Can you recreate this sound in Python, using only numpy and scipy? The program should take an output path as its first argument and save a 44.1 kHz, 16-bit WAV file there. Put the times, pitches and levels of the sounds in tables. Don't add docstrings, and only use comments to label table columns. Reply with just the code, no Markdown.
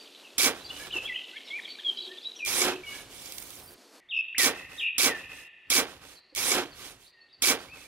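import sys
import numpy as np
from scipy import signal
from scipy.fft import rfft, irfft, next_fast_len
from scipy.io import wavfile
from scipy.ndimage import uniform_filter1d, map_coordinates

SR = 44100
rng = np.random.default_rng(int(sys.argv[2]) if len(sys.argv) > 2 else 0)


def natural_amplitude(level_db):
    exponent = np.asarray(level_db, float) / 20
    return 10 ** exponent


def dump_mix(stems):
    frames = np.atleast_2d(stems).T
    limited = np.clip(frames, -1, 1)
    pcm = np.round(limited * 32767).astype(np.int16)
    wavfile.write(sys.argv[1], SR, pcm)


N = 347067
T = np.arange(N) / SR
SCENE_CHANGE_S, TOP_HZ = 4.002, 15850

# (frequency [Hz], density [dB per Hz])
HUM_SPECTRUM = [(18, -40), (60, -40), (162, -22), (188, -11), (287, -1), (461, -3.5), (1250, -11.5),
                (2110, -13.5), (3390, -15.5), (4350, -11.5), (4920, -13), (12400, -23.5), (14200, -29.5),
                (14700, -71.5)]
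# (time [s], level [dB])
HUM_LEVEL = [(0, -55), (1.2, -55), (2, -55.5), (2.5, -59.5), (3.3, -55), (4, -57)]
# (frequency [Hz], density [dB per Hz])
HUSH_SPECTRUM = [(18, -41.5), (30, -11.5), (571, -7), (1660, -11), (1840, -2.5), (2370, -9), (2690, -6),
                 (4470, -21.5), (12400, -35), (13000, -60.5)]

# (centre [Hz], width [Hz], level [dB])
CHORUS_BANDS = [(2360, 700, -1), (3600, 1500, 4.5), (3790, 2400, -7.5)]
# (time [s], level [dB])
CHORUS_LEVEL = [(0.0, -47.5), (0.3, -53), (0.98, -45.5), (1.1, -49), (1.28, -45.5), (2.31, -48.5),
                (2.56, -60), (2.99, -51), (3.3, -67), (4.0, -67)]
# (centre [Hz], width [Hz], level [dB])
LATE_CHORUS_BANDS = [(1880, 160, -18), (2720, 220, -14), (4400, 520, 0)]
# (time [s], level [dB])
LATE_CHORUS_LEVEL = [(5.9, -85), (6.15, -65), (6.9, -83), (7.2, -74.5), (7.87, -67.5)]
# (time [s], level [dB])
DOVE_LEVEL = [(1.8, -74), (1.95, -57.5), (2.15, -54.5), (2.25, -74), (2.5, -62), (2.62, -42), (2.77, -39.5),
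              (2.81, -46.5), (2.85, -80)]
# (centre [Hz], width [Hz], level [dB])
LINGER_BANDS = [(1850, 180, 3), (2250, 270, 2)]
LINGER_DB, LINGER_T60_S = -67.5, 4.7

# (delay [s], level [dB])
TRUNK_ECHOES = [(.005, 0), (.018, -1), (.031, -3), (.047, -10), (.075, -12)]
# (frequency [Hz], gain [dB])
LEAF_RETURN = [(1500, -4.5), (2400, 0), (6000, 4)]

# (start [s], end [s], swing rate [Hz], depth [ratio], extra initial depth [ratio])
TRILLS = [
    (1.154, 1.182, 40, .1, 0),
    (4.128, 4.215, 62, .03, .07),
    (4.816, 4.905, 56, .065, .06),
]
# (time [s], length [s], from [Hz], to [Hz], level [dB])
SLURS = [(.7, .018, 2660, 3010, -45), (1.14, .014, 2300, 3150, -40), (1.154, .028, 2620, 2640, -39),
         (1.075, .058, 2700, 1960, -44), (2.388, .09, 3250, 2385, -44), (2.928, .047, 1620, 1700, -54),
         (2.35, .03, 6500, 5550, -59), (1.975, .016, 4050, 3850, -46), (2.86, .046, 2910, 2885, -52),
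         (0, .02, 4660, 4600, -56), (.641, .022, 4400, 4750, -55), (3.17, .065, 5400, 5220, -67),
         (3.23, .05, 4750, 4650, -68), (3.56, .1, 5300, 5230, -77)]
# (time [s], length [s], from [Hz], to [Hz], level [dB])
FLICKS = [
    (.233, .012, 3700, 2550, -57),
    (.245, .028, 3300, 2650, -54),
    (1.661, .068, 3500, 4490, -57),
    (2.243, .033, 3000, 3930, -45),
    (1.615, .028, 3000, 3900, -56),
    (.904, .014, 2250, 3150, -45),
]
# (time [s], length [s], from [Hz], to [Hz], level [dB])
HOOKS = [
    (1.5, .078, 2140, 2560, -42),
    (1.845, .07, 3370, 3020, -37.5),
    (1.73, .025, 4500, 3800, -60),
]
# (time [s], length [s], from [Hz], to [Hz], level [dB])
SAGS = [
    (.926, .083, 3200, 2630, -36),
]
# (time [s], length [s], edge [Hz], bottom [Hz], level [dB])
DIPS = [
    (2.833, .13, 2330, 2215, -52),
]
# (time [s], length [s], from [Hz], to [Hz], level [dB])
CHIRPS = [(1.578, .022, 2450, 1730, -46), (1.642, .02, 3850, 3070, -52), (1.785, .02, 3900, 3040, -49),
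          (2.172, .018, 4300, 3350, -55), (.657, .013, 3900, 4300, -51), (.668, .02, 4250, 3900, -56),
          (.68, .04, 3400, 3500, -59), (1.05, .018, 3200, 3400, -48), (1.362, .023, 3450, 3000, -49),
          (1.475, .015, 3500, 3950, -56), (1.5, .022, 3600, 3050, -51), (1.835, .014, 3600, 3400, -50),
          (.916, .012, 3950, 3250, -52), (1.885, .015, 4200, 3500, -54), (1.958, .02, 3500, 5600, -61),
          (1.978, .018, 3370, 3280, -46), (2.018, .02, 4900, 3660, -53), (2.2, .045, 3600, 5700, -63),
          (2.224, .026, 3300, 4250, -54), (2.705, .025, 3120, 2410, -46)]
# (time [s], length [s], from [Hz], to [Hz], level [dB])
TWITTER = [(.75, .02, 3100, 2950, -54), (.755, .1, 2400, 2250, -59), (1.03, .05, 2900, 3500, -52),
           (1.2, .015, 2600, 3300, -46), (1.235, .015, 2600, 3300, -48), (2.03, .04, 4100, 3700, -52),
           (2.07, .03, 3400, 3200, -56), (.892, .011, 3650, 3800, -52), (1.31, .01, 4000, 4150, -60),
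           (1.445, .02, 4870, 4000, -57), (1.68, .013, 2860, 3380, -52), (1.69, .017, 3800, 4060, -56),
           (2.357, .017, 2970, 3430, -56), (.795, .04, 1650, 1760, -52), (1.33, .054, 1980, 2290, -52),
           (1.33, .04, 1460, 1850, -57), (2.09, .045, 1680, 1860, -57), (1.44, .03, 5700, 5300, -64),
           (1.785, .016, 1570, 1860, -55), (.58, .06, 3850, 4080, -63), (1.075, .02, 3600, 3200, -49),
           (3.66, .04, 4700, 4750, -70), (3.76, .2, 4650, 4350, -80), (.13, .03, 4300, 3900, -60)]
# (time [s], length [s], top [Hz], held [Hz], level [dB], growth to end [dB])
LATE_CALLS = [
    (4.086, .118, 3730, 2540, -34.5, 4),
    (4.774, .127, 3780, 2450, -32, 0),
]
# (time [s], length [s], from [Hz], to [Hz], level [dB])
LATE_SLURS = [(4.346, .022, 1480, 2980, -38), (7.06, .03, 3500, 4800, -61), (7.135, .16, 2000, 1840, -67),
              (7.845, .025, 2180, 2450, -60), (7.205, .03, 4450, 4400, -63), (7.17, .11, 2800, 2650, -70),
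              (7.595, .015, 4500, 4700, -58)]
# (time [s], length [s], from [Hz], to [Hz], level [dB])
LATE_CHIRPS = [(6.155, .03, 4710, 3900, -61), (6.712, .025, 4900, 4100, -58),
               (7.325, .025, 5000, 4250, -60), (7.04, .02, 4200, 3400, -66), (6.96, .05, 2700, 2650, -72),
               (4.368, .012, 3000, 2160, -39)]
# (time [s], length [s], edge [Hz], top [Hz], level [dB])
LATE_ARCS = [
    (7.672, .12, 2050, 2620, -54),
    (7.025, .03, 3500, 4300, -66),
    (7.283, .04, 3150, 3900, -67),
]
# (time [s], length [s], from [Hz], to [Hz], level [dB])
LATE_SINKS = [
    (4.379, .09, 2160, 1790, -36),
    (5.085, .1, 2180, 1750, -40),
]
SLUR_S, STRAIGHT_S, FLICK_S, HOOK_S, SAG_S, SINK_S = .0115, 3, .006, -.05, .019, .027
ARCH_RISE_S, ARCH_TOP_S, ARCH_FALL_S, ARCH_START_RATIO, ARCH_TOP_DB = .009, .007, .026, .88, -11

# (time [s], sliding along steel [dB], load on bed [dB])
STAB = [
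    (.33, -88, -66),
    (.376, -76, -70),
    (.382, -27, -42),
    (.434, -24, -37),
    (.48, -27.5, -30),
    (.54, -60, -46),
    (.578, -53, -50),
    (.66, -64, -59),
    (.7, -72, -66),
]
# (time [s], sliding along steel [dB], load on bed [dB])
PUSH = [
    (2.42, -88, -64),
    (2.446, -75, -68),
    (2.457, -46, -60),
    (2.461, -33, -46),
    (2.62, -27, -35),
    (2.662, -32, -29),
    (2.728, -48, -37),
    (2.748, -56, -48),
    (2.86, -75, -62),
]
# (middle [s], length [s], sliding [dB], load [dB])
STAB_SLIDES = [
    (0.717, 0.095, -57, -52.5),
    (0.804, 0.27, -48, -52),
    (0.87, 0.059, -53, -48.5),
    (0.964, 0.12, -51.5, -46),
    (1.044, 0.11, -53.5, -51),
]
# (middle [s], length [s], sliding [dB], load [dB])
PUSH_SLIDES = [
    (2.949, 0.32, -48, -54),
    (3.16, 0.22, -49, -73),
    (3.261, 0.26, -47.5, -70),
    (3.4, 0.59, -51, -81),
    (3.55, 0.22, -51.5, -82),
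]
# (delay [s], faded out by [s])
STAB_REPEATS = [
    (4.0, .9),
    (4.6, .9),
    (5.32, .9),
    (7.04, .9),
]
# (delay [s], faded out by [s])
PUSH_REPEATS = [
    (3.9, 3.22),
]
STAB_SPAN_S, PUSH_SPAN_S = (0.334, 1.163), (2.43, 3.78)
# (time [s], level [dB])
TRICKLE_LEVEL = [(3.05, -87.5), (3.2, -68), (3.35, -47.5), (3.5, -53), (3.74, -55), (3.76, -100)]
# (time [s], peak [dB], low share [dB])
SNAPS = [(0.382, -12.5, -8), (0.405, -27, 11), (0.432, -16, -3), (0.4457, -27.5, 14), (0.457, -16.5, 4),
         (0.4718, -18, -2), (0.9694, -39, 6), (2.45, -21, -20), (2.46, -22, -10), (2.476, -19, -3),
         (2.682, -28.5, 5), (3.258, -26.5, -25), (3.219, -33, -25), (3.322, -24.5, -27),
         (3.3824, -20.5, -37), (3.424, -27, -36), (3.5043, -28, -30), (3.5994, -37, -17)]
# (time [s], peak [dB], pitch [Hz])
THUDS = [(0.382, -39.5, 114.3), (0.381, -33.5, 272), (0.433, -26.5, 360), (0.461, -21, 264),
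         (0.479, -40, 373), (0.954, -29.5, 357), (2.422, -51, 300), (2.4245, -51, 523), (2.614, -25, 367),
         (2.662, -29, 295), (2.717, -31, 453), (2.748, -35, 332)]
# (time [s], peak [dB])
CLODS = [(.4635, -10.5), (.468, -30), (0.475, -20), (.483, -26.5), (.492, -27), (2.618, -17), (2.632, -17),
         (2.6517, -11.5), (2.6585, -29), (2.667, -37.5), (2.681, -14.5), (2.6925, -21), (2.6975, -17),
         (2.709, -25), (2.7255, -27), (2.734, -28)]

# (frequency [Hz], density [dB per Hz])
GRIT_SPECTRUM = [(880, -33), (1500, -39.5), (1610, -21.5), (2290, -4.5), (2850, -10), (3310, -4),
                 (4430, -6.5), (9890, -7), (15700, -15.5), (16500, -30.5)]
# (frequency [Hz], density [dB per Hz])
FIZZ_SPECTRUM = [(9000, -30.5), (12000, -5), (15000, -2.5)]
# (frequency [Hz], density [dB per Hz])
RUMBLE_SPECTRUM = [(15, -17.5), (35, -1), (60, 0.5), (200, -3), (300, -41)]
# (centre [Hz], width [Hz], level [dB])
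STEEL_MODES = [(1110, 47, -8.5), (2264, 95, 1.5), (3357, 200, -5.5), (5040, 100, 1), (5700, 190, -2.5),
               (6500, 67, 0), (6960, 110, -5), (8000, 60, -14.5), (9140, 260, -13), (9830, 90, -8.5),
               (10630, 60, -39.5)]
# (centre [Hz], width [Hz], level [dB])
BLADE_MODES = [(720, 130, -7), (1114, 239, 1.5), (1294, 556, -1), (3540, 1740, -9.5)]
# (centre [Hz], width [Hz], level [dB])
BED_MODES = [(280.7, 37, -2.5), (361, 20.3, 0.5), (502, 154, -4.5)]
# (frequency [Hz], left-right correlation [ratio])
TROWEL_ALIKE = [(200, 0.92), (1000, 0.96), (2500, 1), (5000, 0.028), (12000, 0.39)]
# (frequency [Hz], left over right [dB])
TROWEL_LEFT = [(60, 0.0), (110, 0.0), (200, -3.5), (380, -4.5), (700, -1.5), (1290, -1.5), (2380, -4.5),
               (4400, -4.5), (8120, -6.5), (15000, -6.5)]
REST_SLIDE_DB, REST_LOAD_DB, GROUND_DB, GROUND_POWER = -83.5, -71.5, -59, 0.25
CRUNCH_DB, CRUNCH_LAG_S = -2, 0.011
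JOLT_DB, JOLT_S, HARD_CONTACT_DB = 8, 0.015, -33
FULL_RING_LOAD_DB, CLOD_S = -56, .00013


def unit(x):
    return x / np.sqrt(np.mean(x ** 2) + 1e-20)


def along(points, hz):
    f, v = np.transpose(points)
    return np.interp(np.log(hz + 1), np.log(f + 1), v)


def curves(rows):
    s, *cols = np.transpose(rows)
    return [np.interp(T, s, c) for c in cols]


def filtered(x, response):
    m = next_fast_len(N + 8192)
    return irfft(rfft(x, m) * response(np.fft.rfftfreq(m, 1 / SR)), m)[..., :N]


def modes(table):
    def response(f):
        total = 0
        for k, (centre, width, db) in enumerate(table):
            damping = 1j * f * width
            total = total + (-1) ** k * natural_amplitude(db) * damping / (centre * centre - f * f + damping)
        return total
    return response


def colour(spectrum):
    return lambda hz: natural_amplitude(along(spectrum, hz))


def wobble(rate_hz):
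    return map_coordinates(rng.standard_normal(int(N * rate_hz / SR) + 4), [T * rate_hz])


def grains(clump_s, spread_db):
    knots = rng.standard_normal(int(N / SR / .0005) + 9)
    clumps = uniform_filter1d(knots, size=max(1, round(clump_s / 0.0008)))
    size = natural_amplitude(spread_db * unit(np.interp(T, np.arange(len(knots)) / 2000, clumps)))
    return unit(size * rng.standard_normal((2, N)))


def outdoors():
    hum_noise = grains(clump_s=0.08, spread_db=1.5)[0]
    hum = natural_amplitude(curves(HUM_LEVEL)[0]) * unit(filtered(hum_noise, colour(HUM_SPECTRUM)))
    mid, side = unit(filtered(rng.standard_normal((2, N)), colour(HUSH_SPECTRUM)))
    hush = natural_amplitude(-68.0) * (mid + 0.12 * np.array([side, -side]))
    return np.where(T < SCENE_CHANGE_S, hum, hush)


def chorus(bands):
    return unit(filtered(grains(clump_s=0.0088, spread_db=3.5)[0], lambda f: modes(bands)(f) ** 2))


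def far_birds():
    early = natural_amplitude(curves(CHORUS_LEVEL)[0] - 6.5) * chorus(CHORUS_BANDS)
    late = natural_amplitude(curves(LATE_CHORUS_LEVEL)[0]) * chorus(LATE_CHORUS_BANDS)
    coo = unit(filtered(rng.standard_normal(N), lambda f: modes([(368, 36, 0)])(f) ** 2))
    decay_db = LINGER_DB - 60 * (T - SCENE_CHANGE_S) / LINGER_T60_S
    linger = (T > SCENE_CHANGE_S) * natural_amplitude(decay_db) * chorus(LINGER_BANDS)
    return np.where(T < SCENE_CHANGE_S, early, late) + natural_amplitude(curves(DOVE_LEVEL)[0]) * coo + linger


def glides(table, settle_s, soft_db, swell_db):
    u = np.linspace(0, 1, num=24)
    level_db = soft_db * np.exp(-u / .13) + swell_db * (u - .5) - 7 * u ** 10
    notes = []
    for s, length, from_hz, to_hz, db in table:
        if settle_s:
            path = np.expm1(-u * length / settle_s) / np.expm1(-length / settle_s)
        else:
            path = np.sin(np.pi * u)
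        hz = from_hz * (to_hz / from_hz) ** path
        notes.append(np.transpose([s + length * u, hz, db + level_db]))
    return notes


def arches():
    notes = []
    for s, length, top, held, db, growth_db in LATE_CALLS:
        risen = s + ARCH_RISE_S
        leaves_top = risen + ARCH_TOP_S
        notes.append([(s, ARCH_START_RATIO * top, db - 24),
                      (risen, top, db + ARCH_TOP_DB - 4),
                      (leaves_top, .99 * top, db + ARCH_TOP_DB),
                      (leaves_top + ARCH_FALL_S, held, db),
                      (s + .93 * length, held, db + growth_db),
                      (s + length, held, db - 20)])
    return notes


def song(notes, warble, flutter_db):
    bend = 1 + warble * wobble(110)
    throb = natural_amplitude(flutter_db * wobble(130))
    for start, end, rate, depth, extra in TRILLS:
        age = np.clip(T - start, 0, end - start)
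        swing = 1 - np.cos(2 * np.pi * rate * age)
        bend += swing * (depth + extra * np.exp(-age / .015)) * (T < end)
    out = np.zeros(N)
    for rows in notes:
        s, hz, db = np.transpose(rows)
        span = slice(round(s[0] * SR), round(s[-1] * SR))
        t = T[span]
        phase = 2 * np.pi * np.cumsum(np.interp(t, s, hz) * bend[span]) / SR
        edge = np.clip(np.minimum(t - s[0], s[-1] - t) / .003, 0, 1)
        out[span] += np.sqrt(2) * natural_amplitude(np.interp(t, s, db)) * edge * throb[span] * np.sin(phase)
    return out


def trees(x, early_s, late_s, late_db, trunk_db, stir_db):
    t = np.arange(2 * SR) / SR
    decay = natural_amplitude(-60 * t / early_s) + natural_amplitude(late_db - 60 * t / late_s)
    tail = rng.standard_normal((2, len(t))) * decay
    tail /= np.linalg.norm(tail[0])
    for s, db in TRUNK_ECHOES:
        tail[0, round(s * SR)] += natural_amplitude(db + trunk_db)
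    stir = unit(natural_amplitude(stir_db * wobble(160)))
    echo = signal.fftconvolve(x[None], tail, axes=1)[:, :N]
    return filtered(stir * echo, colour(LEAF_RETURN))


def early_birds():
    held = glides(SLURS, SLUR_S, soft_db=-5, swell_db=3)
    held += glides(FLICKS, FLICK_S, soft_db=-9, swell_db=2)
    held += glides(HOOKS, HOOK_S, soft_db=-6, swell_db=5)
    held += glides(SAGS, SAG_S, soft_db=-4, swell_db=4)
    held += glides(DIPS, None, soft_db=-3, swell_db=-3)
    quick = glides(CHIRPS, STRAIGHT_S, soft_db=-6, swell_db=5)
    faint = glides(TWITTER, STRAIGHT_S, soft_db=-6, swell_db=5)
    near = song(held, warble=.006, flutter_db=2.5) + song(quick, warble=.008, flutter_db=3)
    distant = song(faint, warble=.025, flutter_db=4)
    wood = trees(near + distant, early_s=.16, late_s=1.0, late_db=-10, trunk_db=-22, stir_db=4)[0]
    return natural_amplitude(5.5) * near + natural_amplitude(4.5) * distant + natural_amplitude(4.5) * wood


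def late_birds():
    notes = arches() + glides(LATE_SLURS, SLUR_S, soft_db=-3, swell_db=-5)
    notes += glides(LATE_CHIRPS, STRAIGHT_S, soft_db=-4, swell_db=2)
    notes += glides(LATE_ARCS, None, soft_db=-15.5, swell_db=-2.5)
    notes += glides(LATE_SINKS, SINK_S, soft_db=2, swell_db=-5.5)
    near = song(notes, warble=.005, flutter_db=2)
    echo, wide = trees(near, early_s=0.25, late_s=2.3, late_db=-6.5, trunk_db=-7.0, stir_db=2.0)
    out = natural_amplitude(1.5) * near + natural_amplitude(-0.5) * (echo + 0.33 * np.array([wide, -wide]))
    fade_in = np.clip((T - 4.135) / .02, 0, 1)
    fade_out = np.clip((4.4 - T) / .02, 0, 1)
    overtones = filtered(fade_in * (.6 * out ** 2 + 1.2 * out ** 3), lambda hz: hz > 4000)
    return out + fade_out * overtones


def birds():
    return early_birds() * (T < SCENE_CHANGE_S) + late_birds() + far_birds()


def crumbly(x, patchy_db):
    z = signal.stft(x, nperseg=256)[2]
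    field = uniform_filter1d(rng.standard_normal(z.shape[1:]), size=3, axis=0)
    field = uniform_filter1d(field, size=6, axis=1)
    return signal.istft(z * natural_amplitude(patchy_db * unit(field)), nperseg=256)[1][:, :N]


def snaps():
    crack, knock, thud = np.zeros((3, 2, N))
    t = np.arange(2000) / SR
    for s, db, low_db in SNAPS:
        span = slice(round(s * SR), round(s * SR) + len(t))
        crack[:, span] += natural_amplitude(db - 60 * t / 0.024) * rng.standard_normal((2, len(t)))
        knock[0, span] += natural_amplitude(db + low_db + 9.5 - 60 * t / 0.053) * rng.standard_normal(len(t))
    for s, db, hz in THUDS:
        span = slice(round(s * SR), round(s * SR) + len(t))
        swell = natural_amplitude(db + 3 - 60 * t / .06) * (1 - np.exp(-t / .004))
        thud[0, span] += swell * np.sin(2 * np.pi * hz * t)
    for s, db in CLODS:
        span = slice(round(s * SR), round(s * SR) + len(t))
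        push = (1 - t / CLOD_S) * np.exp(-t / CLOD_S) * np.minimum(1, t / .0001)
        thud[0, span] += natural_amplitude(db - 0.5) * push

    def crack_colour(hz):
        return colour(GRIT_SPECTRUM)(np.minimum(hz, 12000)) * np.clip((TOP_HZ - hz) / 200, .15, 1)

    thud = filtered(thud, lambda hz: 1 / (1 + (130 / (hz + 1)) ** 4))
    return filtered(crack, crack_colour) + filtered(knock, modes(STEEL_MODES)) + thud


def sand_layers():
    hiss = filtered(crumbly(grains(clump_s=0.0037, spread_db=1.0), patchy_db=3.0), colour(GRIT_SPECTRUM))
    ring = filtered(grains(clump_s=.008, spread_db=4.5), modes(STEEL_MODES))
    coarse = grains(clump_s=.003, spread_db=2)
    blade = filtered(coarse, modes(BLADE_MODES))
    bed = filtered(coarse, modes(BED_MODES))
    rumble = filtered(rng.standard_normal((2, N)), colour(RUMBLE_SPECTRUM))
    rustle = filtered(coarse[::-1], modes([(2930, 1190, 0)]))
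    spray = filtered(coarse, colour(FIZZ_SPECTRUM))
    layers = (hiss, ring, blade, bed, rumble, rustle, spray)
    levels_db = (0.5, -5, 1.5, 0, 0, -4, -12.5)
    return [natural_amplitude(db) * unit(layer) for db, layer in zip(levels_db, layers)]


def stroke(entry, slides, span_s, sand):
    contact_s, contact_db = entry[2][:2]
    hard = contact_db > HARD_CONTACT_DB
    inside = np.clip(np.minimum(T - span_s[0], span_s[1] - T) / 0.04, 0, 1)
    after = T > entry[3][0]
    slide, load = (natural_amplitude(db) ** 2 for db in curves(entry))
    slide = slide + after * natural_amplitude(REST_SLIDE_DB) ** 2
    load = load + after * natural_amplitude(REST_LOAD_DB) ** 2
    for s, length, slide_db, load_db in slides:
        swell = np.cos(np.pi * np.clip((T - s) / length, -.5, .5)) ** 4
        slide = slide + natural_amplitude(slide_db) ** 2 * swell
        load = load + natural_amplitude(load_db) ** 2 * swell
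    slide, load = np.sqrt(slide), np.sqrt(load)
    ring = slide * np.minimum(1, load / natural_amplitude(FULL_RING_LOAD_DB))
    crunch = natural_amplitude(CRUNCH_DB) * np.interp(T - CRUNCH_LAG_S, T, load)
    jolt_db = JOLT_DB * hard * (T > contact_s) * np.exp(-np.abs(T - contact_s) / JOLT_S)
    ground = natural_amplitude(GROUND_DB + jolt_db) * (load / natural_amplitude(-48.5)) ** GROUND_POWER
    rustle = ring * (T > entry[6][0])
    spray = slide * hard * (T < entry[5][0])
    gains = (slide, ring, load, crunch, ground, rustle, spray)
    return inside * sum(gain * layer for gain, layer in zip(gains, sand))


def placed(pair):
    def spread(hz):
        turn = np.arccos(np.clip(along(TROWEL_ALIKE, hz), -1, 1)) / 2
        return np.array([np.cos(turn), np.sin(turn)])

    def tilt(hz):
        return natural_amplitude(np.array([[.5], [-.5]]) * along(TROWEL_LEFT, hz))

    mid, side = filtered(pair, spread)
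    both = filtered(np.array([mid + side, mid - side]), tilt)
    both[0] = np.roll(both[0], shift=4)
    return both


def trowel():
    sand = sand_layers()
    dry_grains = grains(clump_s=0.0022, spread_db=3.5)
    trickle = unit(filtered(dry_grains, modes([(9200, 2100, -1.6), (14600, 2000, 0.12)])))
    trickle = natural_amplitude(curves(TRICKLE_LEVEL)[0]) * (T > 3) * trickle
    cracks = snaps()
    out = np.zeros((2, N))
    stab = (STAB, STAB_SLIDES, STAB_SPAN_S), STAB_REPEATS, T < 2
    push = (PUSH, PUSH_SLIDES, PUSH_SPAN_S), PUSH_REPEATS, T > 2
    for motion, repeats, when in (stab, push):
        steady = stroke(*motion, sand) + when * trickle
        steady = filtered(steady, lambda hz: np.clip((TOP_HZ - hz) / 200 + .5, 0, 1) ** 2)
        first = placed(steady + when * cracks)
        out += first
        for delay_s, end_s in repeats:
            shift = round(delay_s * SR)
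            out[:, shift:] += (first * np.clip((end_s - T) / 0.24, 0, 1))[:, :N - shift]
    return out


def scene():
    return outdoors() + birds() + trowel()


def low_pass(x):
    return signal.sosfilt(signal.butter(12, 16970, fs=SR, output="sos"), x)


def record(dry):
    mix = filtered(dry, lambda hz: 1 / (1 + (hz / 16500) ** 60))
    return low_pass(mix)


dry = scene()
out = record(dry)
dump_mix(out)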